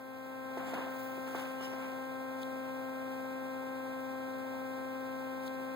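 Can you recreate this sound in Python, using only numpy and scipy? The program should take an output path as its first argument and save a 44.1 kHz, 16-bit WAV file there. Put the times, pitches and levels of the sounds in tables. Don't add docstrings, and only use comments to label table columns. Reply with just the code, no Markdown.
import sys
import numpy as np
from scipy import signal
from scipy.fft import rfft, irfft
from scipy.io import wavfile

SR = 44100
rng = np.random.default_rng(int(sys.argv[2]) if len(sys.argv) > 2 else 0)


def put_to_file(sound):
    columns = np.atleast_2d(sound).T
    safe = np.clip(columns, -1, 1)
    whole_steps = np.round(safe * 32767)
    wavfile.write(sys.argv[1], SR, whole_steps.astype(np.int16))


N = 253575
TIME = np.arange(N) / SR
FREQ = np.arange(N // 2 + 1) * SR / N
STEP_HZ, CYCLE_STEPS = 262.507, 16
RASP_LAG_STEPS = .55


def undb(db):
    return 10 ** (np.asarray(db) / 20)


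def unit(x):
    return x / np.sqrt(np.mean(x ** 2))


def noise():
    return rng.standard_normal((2, N))


def drift(rate_hz):
    return unit(irfft(rfft(rng.standard_normal(N)) / (1 + (FREQ / rate_hz) ** 4), N))


def ramp(start_s, length_s):
    return np.clip((TIME - start_s) / length_s, 0, 1)


def decay(start_s, t60_s):
    return (TIME >= start_s) * np.exp(-np.log(1000) * np.maximum(TIME - start_s, 0) / t60_s)


def colour(x, eq):
    hz, db = np.transpose(eq)
    return unit(irfft(rfft(x) * undb(np.interp(np.log(FREQ + 1), np.log(hz), db)), N))


def tones(base, partials, waver_db):
    out = 0
    for multiple, db in partials:
        phase = 2 * np.pi * (multiple * base * TIME + rng.random((2, 1)))
        out = out + np.sqrt(2) * undb(db + waver_db * drift(11)) * np.sin(phase)
    return out


def spread(pair, comb_hz=2756):
    angle = np.pi * FREQ / comb_hz
    mid, side = np.abs(np.sin(angle)) ** 1.6, np.abs(np.cos(angle)) ** 3.45
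    mid = mid + 0.62 * np.exp(-(np.log((FREQ + 1) / 330) / 0.98) ** 2)
    mid, side = irfft(rfft(pair) * np.array([mid, side]) / np.hypot(mid, side), N)
    return np.array([mid + side, mid - side])


# step_harmonic, level_db, left_over_right_db, left_lead_rad
HUM_PARTIALS = [(1, -44, 3.5, 1.035), (2, -45, 5, 0.5), (3, -51, 10.5, -2.5), (4, -51, 4, 0.5),
                (5, -56.5, 1, -0.5), (6, -52.5, -3.5, 0.34), (7, -58, -7, -3), (8, -63.5, 3, 0.66),
                (9, -65, 0, -2.5), (10, -71.5, 0, 3.5), (11, -101, -15, -1.5), (12, -83, 8, 2),
                (13, -71.5, -5, 1.95), (14, -80, -17, 6), (15, -83, -11, 0.5), (16, -77, 4, -1)]

def hum():
    shift = ramp(2.16, 0.32)
    low_db = np.interp(shift, [0, 1], [-2, -0.56])
    high_db = np.interp(shift, [0, 1], [-0.4, -0.63])
    slip = 0.021 * drift(29)
    sides = np.array([[.5], [-.5]])
    out = 0
    for harmonic, db, pan_db, lead in HUM_PARTIALS:
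        shift_db = low_db if harmonic <= 2 else high_db
        smear = 0.1207 * harmonic ** 2
        phase = harmonic * (2 * np.pi * STEP_HZ * TIME + slip) + smear
        level = np.sqrt(2) * undb(db + shift_db + 0.2 * drift(34))
        out = out - level * undb(sides * pan_db) * np.cos(phase + sides * lead)
    return out


# coil_harmonic, level_db
UNEVEN_PARTIALS = [(24, -72.5), (28, -66), (36, -68), (40, -68), (84, -71), (92, -74), (95, -69.5),
                   (97, -70), (100, -76.5), (116, -81), (132, -79.5), (215, -102), (225, -83.5),
                   (449, -89.5), (463, -83), (478, -86), (482, -77), (502, -79), (622, -89), (642, -84),
                   (686, -76), (690, -85), (694, -85), (702, -76), (706, -80), (722, -86), (834, -76),
                   (850, -78), (866, -78.5), (870, -77), (878, -93), (882, -83), (886, -77), (902, -79)]

def uneven_steps():
    return tones(STEP_HZ / CYCLE_STEPS, UNEVEN_PARTIALS, waver_db=-0.6)


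# coil_harmonic, level_db
RASP_PARTIALS = [(207, -79.5), (223, -81), (239, -74.5), (255, -76.5), (271, -79), (287, -81.5),
                 (303, -82.5), (335, -75), (367, -88)]

def rasp():
    coil = 2 * np.pi * (STEP_HZ * TIME - RASP_LAG_STEPS) / CYCLE_STEPS
    ring = np.sqrt(2) * sum(undb(db) * np.exp(1j * harmonic * coil) for harmonic, db in RASP_PARTIALS)
    return np.array([ring.real, ring.imag])


def step_noise(width, fresh_db, lag_steps):
    gate = np.exp((np.cos(2 * np.pi * (STEP_HZ * TIME - lag_steps)) - 1) / width)
    looped = noise()[:, np.arange(N) % (CYCLE_STEPS * round(SR / STEP_HZ))]
    return gate * (looped + undb(fresh_db) * noise())


# freq_hz, gain_db
RATTLE_EQ = [(1200, -29), (2300, 4.5), (3200, 1.5), (4200, -1), (5200, -10), (7000, -13), (16000, -20)]

def rattle():
    return undb(-67.5) * colour(step_noise(width=.35, fresh_db=-1, lag_steps=RASP_LAG_STEPS), RATTLE_EQ)


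def step_ticks(smear_steps, wobble_steps, harmonics=62, size=8192):
    delays = smear_steps * (rng.random((2, harmonics)) - .5)
    tick = irfft(np.exp(2j * np.pi * np.cumsum(delays, axis=1)), size)
    coil = 2 * np.pi * STEP_HZ / CYCLE_STEPS * TIME
    steps = STEP_HZ * TIME + wobble_steps * (np.sin(coil) + np.cos(2 * coil) / 2)
    return unit(tick[:, (steps * size).astype(int) % size])


# freq_hz, gain_db
SIZZLE_EQ = [(3500, -18), (5500, -3), (6800, 2), (7700, 1.5), (8700, 2.5), (10800, -2), (11450, 5.5),
             (12200, -9), (13200, 3), (14350, 8.5), (15700, 3.5)]
# nominal_pitch_hz, level_db
CHOPPER_PARTIALS = [(11350, -82), (11613, -83), (13729, -86), (14172, -85), (14433, -84), (14451, -82),
                    (14517, -83), (14730, -81), (14763, -83), (14779, -84), (14994, -86), (15255, -85)]

def chopper():
    fizz = undb(-4) * unit(step_noise(width=1.6, fresh_db=0, lag_steps=0.12))
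    ticks = step_ticks(smear_steps=0.75, wobble_steps=.005)
    sizzle = undb(-66.5) * colour(ticks + fizz, SIZZLE_EQ)
    return sizzle + tones(0.99, CHOPPER_PARTIALS, waver_db=0)


def buzz():
    return (rasp() + rattle() + chopper()) * undb(0.99 * drift(15))


def whine(start_db=-74, sink_db_per_s=10):
    pitch_hz = 11590 + 95 * drift(200)
    phase = 2 * np.pi * np.cumsum(pitch_hz) / SR
    return np.sqrt(2) * undb(start_db - sink_db_per_s * TIME) * np.array([np.sin(phase), np.cos(phase)])


# shaft_harmonic, level_db
FAN_PARTIALS = [(8, -72.5), (12, -71.5), (13, -68), (14, -68.5), (28, -73.5), (48, -76), (50, -70.5),
                (51, -73.5), (52, -68.5), (54, -79), (56, -68), (58, -79), (60, -87), (64, -102), (66, -74),
                (67, -81), (68, -82.5), (70, -94.5)]

def fan_motor(shaft_hz=47.68):
    return tones(shaft_hz, FAN_PARTIALS, waver_db=3)


# freq_hz, gain_db
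AIR_EQ = [(20, -7), (60, -0.5), (110, 1.5), (160, -5.5), (220, 1), (350, -3.5), (600, -6), (850, -0.5),
          (1200, -8), (1500, -8.5), (1900, -17.5), (3000, -22), (6000, -28), (16000, -28.5)]

def fan_air():
    return undb(-51.5 + .5 * drift(32)) * colour(noise(), AIR_EQ)


def mains(pitch_hz=120):
    return np.sqrt(2) * np.array([[-undb(-83.5)], [undb(-62)]]) * np.sin(2 * np.pi * pitch_hz * TIME)


# start_s, level_db, contact_s, scuff_relative_db, thud_relative_db
BUMP_HITS = [(.5733, -26.5, .00038, -21, -12), (.5792, -32, .00035, -18, -16),
             (.6098, -38, .0003, -20, -25), (.7365, -27.5, .00036, -23, -12),
             (.7379, -28.5, .00028, -19, -20), (.7408, -34, .00028, -15, -12), (1.177, -36, .0004, -24, -5),
             (1.3484, -24, .00026, -22, -19), (1.351, -30, .00026, -18, -19),
             (1.360, -33, .00024, -14, -20), (1.411, -36, .0003, -22, -11),
             (1.609, -31.5, .00026, -15, -20), (1.732, -42, .0005, -22, -5)]
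# pitch_hz, t60_s, level_db
SHELL_MODES = [(480, .028, -12.5), (690, .018, -11.5), (880, .02, -11.5), (1090, .016, -14),
               (1420, .016, -16)]
# freq_hz, gain_db
SCUFF_EQ = [(700, -43), (1300, 11), (2000, 3), (2800, -2), (4500, -9.5), (7000, -11), (16000, -21)]

def bumps(thud_start_hz=470, thud_end_hz=160, sag_s=.009, low_cut_hz=135):
    out, skin = 0, spread(colour(noise(), SCUFF_EQ))
    pan = undb([[-2.5], [0]])
    for start, db, contact, scuff_db, thud_db in BUMP_HITS:
        age = TIME - start
        push = (1 - (age / contact) ** 2) * np.exp(-(age / contact) ** 2 / 2)
        ring = sum(undb(mode_db) * decay(start, t60) * np.cos(2 * np.pi * hz * age)
                   for hz, t60, mode_db in SHELL_MODES)
        ring = ring * ramp(start, 4 * contact)
        settled = 1 - np.exp(-np.maximum(age, 0) / sag_s)
        cycles = thud_end_hz * age + (thud_start_hz - thud_end_hz) * sag_s * settled
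        thud = decay(start, .085) * np.cos(2 * np.pi * cycles) * np.clip(cycles, 0, 1)
        knock = pan * (push + ring + undb(thud_db) * thud)
        scuff = ramp(start, 0.0011) * decay(start, 0.068) * skin
        out = out + undb(db) * (knock + undb(scuff_db) * scuff)
    low_cut = 1 / np.sqrt(1 + (low_cut_hz / (FREQ + 1)) ** 8)
    return irfft(rfft(out) * low_cut, N)


# peak_s, rise_s, fall_s, scrape_db, grip_muffling_db
HAND_STROKES = [(.60, 0.012, 0.099, -56, 26), (.69, .04, 0.075, -51, 7), (0.79, 0.058, 0.1, -48.5, 18),
                (1.0, 0.14, 0.45, -63.5, -4.5), (1.275, 0.013, 0.14, -55, 2), (1.395, 0.04, 0.09, -48, 5.5),
                (1.635, 0.021, 0.059, -53.5, -0.5), (1.73, 0.03, 0.089, -55.5, 11),
                (1.84, 0.057, 0.14, -55.5, 6)]
# freq_hz, gain_db
BOOM_EQ = [(60, -44), (200, 3.5), (450, -1), (720, 5), (1150, -1), (1700, -7.5), (4000, -38)]
SCRAPE_EQ = [(700, -62), (1300, 7), (1900, 0.5), (2800, 4.5), (4500, -15), (7000, -22), (16000, -51)]
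HISS_EQ = [(2500, 5.5), (5000, 4.5), (7500, 3), (12000, 2.5), (15500, -4)]

def rubbing(boom_db=2, boom_per_grip=0.3, catches_per_s=600):
    boom = scrape = hiss = 0
    for peak, rise, fall, db, grip_db in HAND_STROKES:
        age = TIME - peak
        stroke = undb(db) * np.exp(-(np.minimum(age, 0) / rise) ** 2 - np.maximum(age, 0) / fall)
        boom = np.hypot(boom, stroke * undb(boom_db + boom_per_grip * grip_db))
        scrape = np.hypot(scrape, stroke)
        hiss = np.hypot(hiss, stroke * undb(-grip_db))
    out = 0
    for envelope, eq in ((boom, BOOM_EQ), (scrape, SCRAPE_EQ), (hiss, HISS_EQ)):
        grit = unit(noise() * (rng.random(N) < catches_per_s / SR))
        slips = noise() * undb(2 * drift(110)) + undb(-7.5) * grit
        out = out + envelope * colour(slips, eq)
    return out


# peak_s, half_length_s, pitch_hz, level_db
SKIN_SQUEAKS = [(0.687, 0.053, 7300, -65), (1.02, 0.15, 15200, -60), (1.37, .12, 15000, -65),
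                (1.64, 0.045, 2950, -52), (1.642, 0.026, 5300, -56), (1.72, 0.044, 5530, -64),
                (1.84, 0.05, 2350, -57)]

def squeaks():
    out, grain = 0, rfft(noise())
    for peak, half_length, hz, db in SKIN_SQUEAKS:
        band = unit(irfft(grain / (1 + ((FREQ / hz - 1) / 0.048) ** 2), N))
        out = out + undb(db) * np.exp(-((TIME - peak) / half_length) ** 2) * band
    return out


def tape_tick(age, pitch_hz=3750, width_s=.00042):
    return np.exp(-(age / width_s) ** 2) * np.cos(2 * np.pi * pitch_hz * age)


# release_s, brush_db, flick_db
FLAG_FLICKS = [(2.4328, -54, -35), (5.4798, -54.5, -37.5)]
# freq_hz, gain_db
BRUSH_EQ = [(2000, -10), (3100, 8), (4600, 5.5), (7000, 2), (9500, 2), (12000, -3), (15500, -1)]

def tape_flag():
    out, brush = 0, colour(noise(), BRUSH_EQ)
    for release, brush_db, flick_db in FLAG_FLICKS:
        age = TIME - release
        graze = undb(-10) * ramp(release - .07, 0.011)
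        drag = np.maximum(graze, ramp(release - .02, 0.0032)) * (1 - ramp(release, 0.0024))
        bench_echo = undb(-16) * tape_tick(age - .004)
        out = out + undb(brush_db) * drag * brush + undb(flick_db) * (tape_tick(age) + bench_echo)
    return spread(out)


def scene():
    overtones = uneven_steps() + fan_motor()
    fade_depth = 1 - ramp(0, 0.59)
    motor_hum = undb(-6 * fade_depth) * hum()
    bed = undb(-5 * fade_depth) * (spread(overtones + buzz() + fan_air()) + mains())
    return motor_hum + bed + bumps() + tape_flag() + spread(whine() + rubbing() + squeaks())


def record(dry, low_cut_hz=66, high_cut_hz=15800):
    thin = signal.sosfilt(signal.butter(4, low_cut_hz, "high", fs=SR, output="sos"), dry)
    return signal.sosfilt(signal.ellip(10, .1, 80, high_cut_hz, fs=SR, output="sos"), thin)


dry = scene()
out = record(dry)
put_to_file(out)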